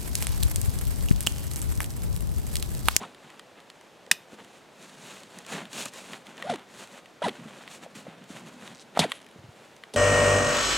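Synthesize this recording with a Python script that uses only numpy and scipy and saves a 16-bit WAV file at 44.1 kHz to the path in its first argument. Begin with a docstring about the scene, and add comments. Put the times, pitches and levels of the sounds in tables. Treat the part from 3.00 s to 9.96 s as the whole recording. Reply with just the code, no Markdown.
"""A backpack's plastic buckle snaps shut close to the microphone, outdoors: cracks ring a modal shell.
Around it ribbed webbing zips through its adjusters in short tugs, a pulse train whose pitch follows speed.
Hands and sleeves brush the loaded pack as shaped fibre noise; pats make short sagging tones.
Loose fittings tick through resonances; steady air, faint side noise and a thin scatter off rocks lie behind."""
import sys
import numpy as np
from scipy import signal
from scipy.fft import rfft, irfft, next_fast_len
from scipy.io import wavfile
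from scipy.ndimage import map_coordinates

SR = 44100
rng = np.random.default_rng(int(sys.argv[2]) if len(sys.argv) > 2 else 0)


def pcm_store(signal):
    """Save signal as 16-bit PCM."""
    levels = np.round(np.clip(np.atleast_2d(signal), -1, 1) * 32767)
    wavfile.write(sys.argv[1], SR, levels.astype(np.int16).T)


N = 306980


def amp(db):
    """Decibels as an amplitude factor."""
    return 10 ** (np.asarray(db) / 20)


def unit(x):
    """x at rms 1."""
    return x / np.sqrt(np.mean(x ** 2) + 1e-20)


def curves(rows):
    """One value per sample for each column after the time."""
    s, *cols = np.transpose(rows)
    return [np.interp(np.arange(N) / SR, np.sort(s), c) for c in cols]


def wobble(rate):
    """A smooth random curve, rate knots a second."""
    knots = rng.standard_normal(int(N * rate / SR) + 4)
    return map_coordinates(knots, [np.arange(N) * rate / SR])


def filtered(x, response):
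    """x times a response of frequency."""
    size = x.shape[-1]
    m = next_fast_len(size + 8192)
    return irfft(rfft(x, m) * response(np.fft.rfftfreq(m, 1 / SR)), m)[..., :size]


def coloured(x, points):
    """x shaped by (f/Hz, level/dB) points on a log axis, at rms 1."""
    f, db = np.transpose(points)
    return unit(filtered(x, lambda hz: amp(np.interp(np.log(hz + 1), np.log(f), db))))


def noise(size, points):
    """White noise shaped by (f/Hz, level/dB) points, at rms 1."""
    return coloured(rng.standard_normal(size), points)


def add(track, s, sound):
    """Mix a short sound in at time s."""
    part = track[max(round(s * SR), 0):][:len(sound)]
    part += sound[:len(part)]


def fibres(rate, spread_db):
    """Threads catching and letting go: dense tiny impulses of very unequal size."""
    caught = rng.random(N) < rate / SR
    return unit(caught * rng.standard_normal(N) * amp(spread_db * rng.standard_normal(N)))


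# colour of the open air at the microphone: [f/Hz, level/dB]
AIR_COLOUR = [(15, -53.5), (25, -14), (59, -16.5), (127, -4.5), (206, -7), (335, 0), (575, 1.5), (1100, -6),
              (3520, -13.5), (5000, -17), (7110, -21.5), (14400, -32.5), (16000, -39)]


def air():
    """Faint air, steady noise that reaches both ears alike."""
    return amp(-55.5) * noise(N, AIR_COLOUR)


def side_noise():
    """A faint steady murmur, strongest near 300 Hz, opposite in sign at the two ears."""
    return amp(-66.0) * noise(N, [(20, -12.5), (80, -12.5), (300, -4), (2000, -14.5), (12000, -38)])


# colour of the echo off the rocks: [f/Hz, level/dB]
ROCK_COLOUR = [(200, -7.5), (1200, -6.5), (1900, -8.5), (2950, 1.5), (4500, 0), (8500, -10.5), (15000, 2)]


def rocks(x, t60):
    """A thin, short scatter from the stones and slope around: x through decaying noise."""
    t = np.arange(SR // 2) / SR
    tail = noise(len(t), ROCK_COLOUR) * amp(-60 * t / t60) * (1 - np.exp(-t / 0.0078))
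    return signal.fftconvolve(x, tail / np.linalg.norm(tail))[:N]


# strokes of hands and sleeves over the pack:
# [fastest t/s, rise t/s, fall t/s, rub level/dB, hiss over rub level/dB]
STROKES_ON_PACK = [(.01, 0.033, 0.088, -47.5, -8), (.25, 0.089, 0.14, -53.5, -8.5),
                   (.584, 0.018, 0.015, -50.5, -28), (1.334, 0.027, 0.022, -53, -3.5),
                   (1.402, .03, 0.025, -49.5, -13), (1.57, 0.23, 0.043, -60, -1.5),
                   (1.83, .07, 0.17, -54, 0.5), (2.09, 0.14, .18, -49, -1), (2.36, 0.073, 0.097, -50.5, -4),
                   (2.515, 0.03, 0.058, -40, -1), (2.55, 0.058, 0.093, -37.5, -9.5),
                   (2.765, 0.042, .04, -44.5, 3), (2.815, 0.065, 0.032, -39, 4),
                   (2.858, .008, 0.017, -39, -1), (2.883, 0.017, .014, -43, 1.5),
                   (2.96, 0.036, 0.16, -47.5, 0), (3.135, 0.054, .06, -46, -4.5),
                   (3.28, 0.034, 0.08, -49, -7.5), (3.4, 0.053, 0.11, -47.5, -10.5),
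                   (3.57, 0.043, 0.075, -49, -14), (3.815, .1, 0.056, -47, -2),
                   (3.95, 0.069, 0.055, -48.5, -5.5), (4.32, .04, 0.083, -48.5, -7),
                   (4.6, 0.26, .12, -50, -7.5), (4.745, 0.049, 0.036, -49.5, 3),
                   (4.837, 0.018, 0.019, -44.5, -6), (4.959, 0.011, 0.065, -46.5, -0.5),
                   (5.09, .06, 0.18, -52.5, -15), (5.305, 0.028, 0.06, -55, 2),
                   (5.37, .05, 0.06, -45.5, -6), (5.475, 0.023, 0.1, -51, -4.5),
                   (5.655, 0.075, 0.11, -48, -6), (5.975, .025, 0.12, -39, -12),
                   (6.06, .02, 0.041, -46, -15), (6.64, 0.11, 0.12, -55.5, -7.5)]
# weight put on the load: [t/s, level/dB of its mutter before LEAN_DB]
WEIGHT_ON_LOAD = [(0.0, -61), (0.64, -71), (2.91, -57.5), (4.27, -70), (4.4, -52.5), (4.63, -61.5),
                  (5.52, -51.5), (6.11, -64), (6.96, -68)]
# colours of the coarse rub, the fine hiss and the load's mutter: [f/Hz, level/dB]
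RUB_COLOUR = [(150, -30), (250, -9.5), (311, -5.5), (368, -3), (441, -4.5), (569, -2), (1200, -6),
              (1530, -5.5), (3750, -13), (4500, -23), (5850, -57), (9900, -120)]
HISS_COLOUR = [(1470, -25), (2500, -0.5), (3460, -4), (3830, -3), (4340, -3), (4950, -8), (6810, -3),
               (8600, -6.5), (12100, -16.5), (14700, -26), (16000, -27)]
LOAD_COLOUR = [(25, -24.5), (70, -36.5), (120, -6), (195, 2), (260, 0), (380, -19), (800, -28),
               (2000, -74.5)]
# drop over one rise or fall time in dB; shapes: 1 = pointed, 2 = rounded
STROKE_EDGE_DB, RISE_SHAPE, FALL_SHAPE = 10.5, 1.71, 1.46
REST_RUB_DB, REST_HISS_DB = -61.5, -69  # the hands never lie quite still
LEAN_DB, DRAG_DB = 0.5, -7.5  # the mutter's gain under the weight, and its level under each rub


def cloth():
    """Each stroke swells and fades: pressure gives a coarse rub, speed a fine hiss; the load mutters below."""
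    t = np.arange(N) / SR
    rub_power, hiss_power = amp(REST_RUB_DB) ** 2, amp(REST_HISS_DB) ** 2
    for s, rise, fall, db, over_db in STROKES_ON_PACK:
        before = ((s - t[t < s]) / rise) ** RISE_SHAPE
        after = ((t[t >= s] - s) / fall) ** FALL_SHAPE
        drop_db = np.minimum(STROKE_EDGE_DB * np.concatenate([before, after]), 100)
        power = amp(db - drop_db) ** 2
        rub_power = rub_power + power
        hiss_power = hiss_power + power * amp(over_db) ** 2
    folds = amp(1.33 * wobble(55))
    rub = np.sqrt(rub_power) * folds * coloured(fibres(rate=5000, spread_db=3.5), RUB_COLOUR)
    hiss = np.sqrt(hiss_power) * folds * coloured(fibres(rate=18000, spread_db=2.0), HISS_COLOUR)
    lean_db, = curves(WEIGHT_ON_LOAD)
    weight = np.sqrt(amp(lean_db + LEAN_DB) ** 2 + rub_power * amp(DRAG_DB) ** 2)
    load = weight * amp(2.7 * wobble(22)) * noise(N, LOAD_COLOUR)
    return rub + hiss + load


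# dull bumps of the pack: [t/s, level/dB before the onset, nominal f/Hz, t60/s]
PACK_BUMPS = [(0.013, -27.5, 216, .046), (1.074, -37, 480, 0.033), (1.114, -29, 191, 0.042),
              (1.329, -38.5, 237, .07), (2.369, -41, 175, .11), (2.535, -34.5, 159, 0.24),
              (3.505, -30.5, 229.5, .12), (4.219, -18, 592, .036), (4.258, -29, 223, 0.16),
              (4.3, -34.5, 240, 0.077), (4.455, -37, 215, 0.18), (4.862, -32.5, 537, 0.033),
              (5.067, -30, 534, .028), (5.08, -30.5, 190, 0.057), (5.302, -34, 197, .075),
              (5.63, -36.5, 212, 0.06), (5.9729, -7, 704, .012), (5.9917, -8.5, 790, .012),
              (5.992, -9, 177, 0.076), (6.358, -39, 186, 0.079), (6.385, -40.5, 95, 0.12),
              (6.439, -38.5, 116, 0.13), (6.487, -34, 115, .052), (6.94, -28, 424, 0.059),
              (6.947, -27, 213, .15)]


def bumps():
    """The stuffed pack gives under a pat or a taut strap: a few cycles that sag in pitch, and a puff."""
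    out, t = np.zeros(N), np.arange(SR // 4) / SR
    for s, db, hz, t60 in PACK_BUMPS:
        sagging_hz = hz * (0.829 + 0.3 * np.exp(-4 * t / t60))
        tone = np.sin(2 * np.pi * np.cumsum(sagging_hz) / SR)
        puff = noise(len(t), [(hz / 5, -20), (hz, 0), (hz * 2, -7), (hz * 8, -35), (hz * 40, -90)])
        onset = 1 - np.exp(-3 * t * hz)
        add(out, s, amp(db - 60 * t / t60) * onset * (tone + 0.39 * puff))
    return out


# small fittings knocking: [t/s, level/dB before the final gains, brightness level/dB]
FITTING_TICKS = [(0.395, -26, -23), (0.701, -34, -14), (2.234, -32, -17.5), (2.387, -34, -5),
                 (2.465, -33, -11), (2.6542, -30.5, -25), (2.7309, -26, -13), (2.856, -31.5, -0.5),
                 (2.9365, -37, -6), (3.1333, -23.5, -32), (3.268, -31, -20), (3.3791, -29, -29),
                 (3.424, -20, -34), (3.558, -24, -22), (3.5947, -34.5, -31), (4.0582, -34.5, -29),
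                 (4.284, -20, -28), (4.292, -20, -30), (4.6773, -28, -29), (4.953, -36.5, -13),
                 (5.6767, -28, -24), (5.9756, -19, -20), (6.1187, -13.5, -21.5), (6.8368, -27.5, -37)]
# resonances of a fitting: [f/Hz, width f/Hz, level/dB]
FITTING_MODES = [(1094, 260, -9), (1900, 190, -1.5), (3050, 900, -4.5), (3710, 840, -5), (4500, 920, -14.5)]
# fainter ticks at random moments; levels scatter evenly within the spread either way
STRAY_COUNT, STRAY_DB, STRAY_SPREAD_DB, STRAY_BRIGHT_DB = 20, -39.5, 1, -14.5


def fitting_response(f):
    """Resonances of the plastic, neighbours opposite in sign."""
    total = 0
    for k, (centre, width, db) in enumerate(FITTING_MODES):
        damping = 1j * f * width
        total = total + (-1) ** k * amp(db) * damping / (centre * centre - f * f + damping)
    return total


def fittings():
    """Light contacts of plastic parts: a sharp tick, a trace of chatter, a short ring and a bright edge."""
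    body, edge, t = np.zeros(N), np.zeros(N), np.arange(SR // 25) / SR
    strays = [(when * N / SR, STRAY_DB + STRAY_SPREAD_DB * (2 * size - 1), STRAY_BRIGHT_DB)
              for when, size in rng.random((STRAY_COUNT, 2))]
    for s, db, bright_db in FITTING_TICKS + strays:
        chatter = 0.19 * amp(-60 * t / 0.015) * rng.standard_normal(len(t))
        contact = (t == 0) + chatter
        add(body, s, amp(db) * contact)
        add(edge, s, amp(db + bright_db) * contact)
    band = signal.butter(2, [4500, 9500], "bandpass", fs=SR, output="sos")
    return amp(22.0) * filtered(body, fitting_response) + amp(21.5) * signal.sosfilt(band, edge)


START_SPEED, STOP_SPEED = .68, .34  # shares of a tug's top speed
BUILD_DB, EASE_DB, GRIP_S = 12.5, 15, 0.0027  # swell to the loudest moment, fall after it, grip or let go


def pull(start, fastest, loudest, stop):
    """Speed and gain of one tug: the strap gathers speed, then slows and stalls as it tightens."""
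    t = np.arange(N) / SR
    arc = np.sin(np.interp(t, [start, fastest, stop], [0, np.pi / 2, np.pi])) ** 2
    slowest = np.where(t < fastest, START_SPEED, STOP_SPEED)
    grip = np.clip(np.minimum(t - start, stop - t) / GRIP_S, 0, 1)  # silent if stop comes before start
    swell_db = np.interp(t, [start, loudest], [-BUILD_DB, 0])
    ease_db = EASE_DB * np.interp(t, [loudest, stop], [0, 1]) ** 2
    return slowest + (1 - slowest) * arc, grip * amp(swell_db - ease_db)


# colour of threads scraping: [f/Hz, level/dB]
SCRAPE_COLOUR = [(60, -15), (180, 10), (370, -5), (750, 3), (1300, -7), (1900, -2), (2600, -8.5),
                 (3500, -4), (5000, -15), (10000, -17.5), (16000, -54)]
CATCH_DB, CATCH_HZ = 2.5, 120  # the strap catches and frees itself: depth, random knots a second
RIBS_DB, RIB_TOP_HZ = 2, 3900  # level of the buzz, limit for its overtones


def tug(speed, gain, top_hz, db, jitter, scrape_db, edge):
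    """Ribs trip over the adjuster's bar, so pitch follows the strap's speed; threads scrape with each rib."""
    rate_hz, moving = top_hz * speed, gain > 0
    phase = 2 * np.pi * np.cumsum(rate_hz * (1 + jitter * wobble(700))) / SR
    ribs = np.zeros(N)
    for k in range(1, 5):  # the contact keeps shifting, so each overtone comes and goes by itself
        overtone_hz = k * rate_hz[moving]
        grip = amp((2 if k == 1 else 4.5) * wobble(170)[moving] - 3)
        if k > 1:  # overtones ring the adjuster
            grip *= 1 + 3.2 * np.exp(-((overtone_hz - 3500) / 350) ** 2)
        wave = np.cos(k * phase[moving] + 2 * np.pi * rng.random())
        audible = (k == 1) | (overtone_hz < RIB_TOP_HZ)
        ribs[moving] += grip * wave * audible / k ** edge
    threads = fibres(rate=14000, spread_db=0.0) * (1 + 0.67 * np.cos(phase))
    scrape = coloured(threads, SCRAPE_COLOUR)
    catches = amp(db + CATCH_DB * wobble(CATCH_HZ))
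    return gain * catches * (amp(RIBS_DB) * ribs + amp(scrape_db) * scrape)


# webbing jerked taut: [t/s, level/dB, t60/s]
TAUT_JERKS = [(5.992, -17.5, 0.064), (6.938, -35, .07)]
# its colour: [f/Hz, level/dB]
JERK_COLOUR = [(60, -16), (700, 5), (1500, -17), (3500, 2), (6500, -2.5), (10000, -6), (13000, -19),
               (16000, -42)]


def jerks():
    """The slack runs out and the webbing cracks taut: decaying noise."""
    out, t = np.zeros(N), np.arange(SR // 8) / SR
    for s, db, t60 in TAUT_JERKS:
        add(out, s, amp(db - 60 * t / t60) * noise(len(t), JERK_COLOUR))
    return out


def creep(rows, colour):
    """Under tension the strap slips one rib at a time."""
    rate, db = curves(rows)
    t = np.arange(N) / SR
    moving = (t >= rows[0][0]) & (t <= rows[-1][0])
    ribs_passed = np.floor(np.cumsum(rate * (1 + 0.049 * wobble(150))) / SR)
    slips = np.diff(ribs_passed, prepend=0) * moving
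    decay = np.exp(-1 / (SR * 0.0013))
    grit = rng.standard_normal(N) * signal.lfilter([1], [1, -decay], slips)
    return amp(db) * coloured(grit, colour) * np.sqrt(moving.mean())  # rms held over the moving part


# tugs on the webbing: [start t/s, fastest t/s, loudest t/s, stop t/s, top rib rate f/Hz,
# level/dB before the buzz and scrape gains, jitter 0-1, scrape level/dB, overtone fall exponent]
STRAP_TUGS = [(0, .04, 0.029, 0.076, 1080, -37.5, 0.2, -9.5, 2.2),
              (3.434, 3.49, 3.505, 3.568, 770, -26, .075, -11, 2.6),
              (4.219, 4.236, 4.254, 4.299, 1000, -21.5, .06, -9.5, 1.8),
              (5.991, 6.002, 5.994, 6.04, 3900, -22.5, .12, -4, 1.8),
              (6.014, 6.026, 6.028, 6.056, 3010, -28.5, .16, 1, 2.1),
              (6.022, 6.026, 6.047, 6.066, 980, -21, .08, -14, 2.9),
              (6.92, 6.937, 6.938, 6.88, 3250, -33, 0.2, -2.5, 1.8)]
# a taut strap creeping: [t/s, slip rate f/Hz, level/dB]
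TAUT_CREEP = [(5.742, 150, -46), (5.765, 123, -53), (5.795, 120, -49.5), (5.812, 310, -51),
              (5.825, 600, -57), (5.84, 700, -70)]
# the strap settling after the hardest tug: [t/s, slip rate f/Hz, level/dB]
STRAP_SETTLING = [(6.095, 370, -50), (6.135, 260, -54.5), (6.16, 340, -51.5), (6.19, 96, -57),
                  (6.25, 49, -58), (6.34, 35, -57)]


def straps():
    """Slow tugs buzz and the fastest rasp; around the hardest one the strap creeps."""
    out = jerks()
    for start, fastest, loudest, stop, *timbre in STRAP_TUGS:
        speed, gain = pull(start, fastest, loudest, stop)
        out += tug(speed, gain, *timbre)
    out += creep(TAUT_CREEP, [(1000, -20), (3800, 2.5), (8500, -3), (15000, -34)])
    out += creep(STRAP_SETTLING, [(900, -11), (3100, 2.0), (5000, -14), (11200, -8.5), (12500, -37)])
    return out


# the buckle's prongs spring out and seat: [t/s, relative level/dB]
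BUCKLE_CONTACTS = [(1.1132, -16), (1.1137, 0), (1.1148, -6)]
# modes of the buckle's plastic shell: [f/Hz, relative level/dB, t60/s]
SHELL_MODES = [(1280, -6, .008), (1860, 2, .011), (2520, 1, .014), (2870, -3, .024), (3500, -2, .013),
               (4660, -3, .011), (5400, -4, .011), (7490, -4, .011), (9500, -4, .009), (10350, -5, .01)]
# colour of the crack: [f/Hz, level/dB]
CRACK_COLOUR = [(100, -15), (600, -8), (1900, -4), (4000, -0.5), (9500, -4), (12000, -8.5), (16000, -26.5)]


def buckle():
    """Each contact cracks and rings the shell for a few hundredths of a second."""
    out, t = np.zeros(N), np.arange(SR // 8) / SR
    for s, db in BUCKLE_CONTACTS:
        ring = np.zeros(len(t))
        for k, (hz, level, t60) in enumerate(SHELL_MODES):
            struck_db = level + rng.normal(0, 1)  # each contact strikes the modes a little differently
            ring += (-1) ** k * amp(struck_db - 60 * t / t60) * np.sin(2 * np.pi * hz * t)
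        fading = amp(-60 * t / 0.0089) + amp(-17 - 60 * t / 0.058)
        crack = fading * noise(len(t), CRACK_COLOUR)
        onset = 1 - np.exp(-t / .0001)
        add(out, s, amp(db) * onset * (amp(-11.5) * ring + amp(-6.0) * crack))
    return out


def scene():
    """The pack is straight ahead, close up; only the scatter and a faint murmur differ between the ears."""
    near = cloth() + bumps() + fittings() + straps() + buckle()
    low_cut = signal.butter(2, 85, "highpass", fs=SR, output="sos")  # the microphone's low cut, Hz
    near = signal.sosfilt(low_cut, near)
    open_air = air()
    mid = near + open_air + amp(-22.5) * rocks(near, t60=0.26)
    side = amp(-24) * rocks(near + open_air, t60=0.018) + side_noise()
    return np.array([mid + side, mid - side])


TOP_HZ = 16200  # the recorder's band limit


def record(dry):
    """The recorder rounds off the highest peaks and keeps nothing above its band limit."""
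    rounded = dry / (1 + (dry / .9) ** 4) ** .25
    return filtered(rounded, lambda hz: hz < TOP_HZ)


dry = scene()
out = record(dry)
pcm_store(out)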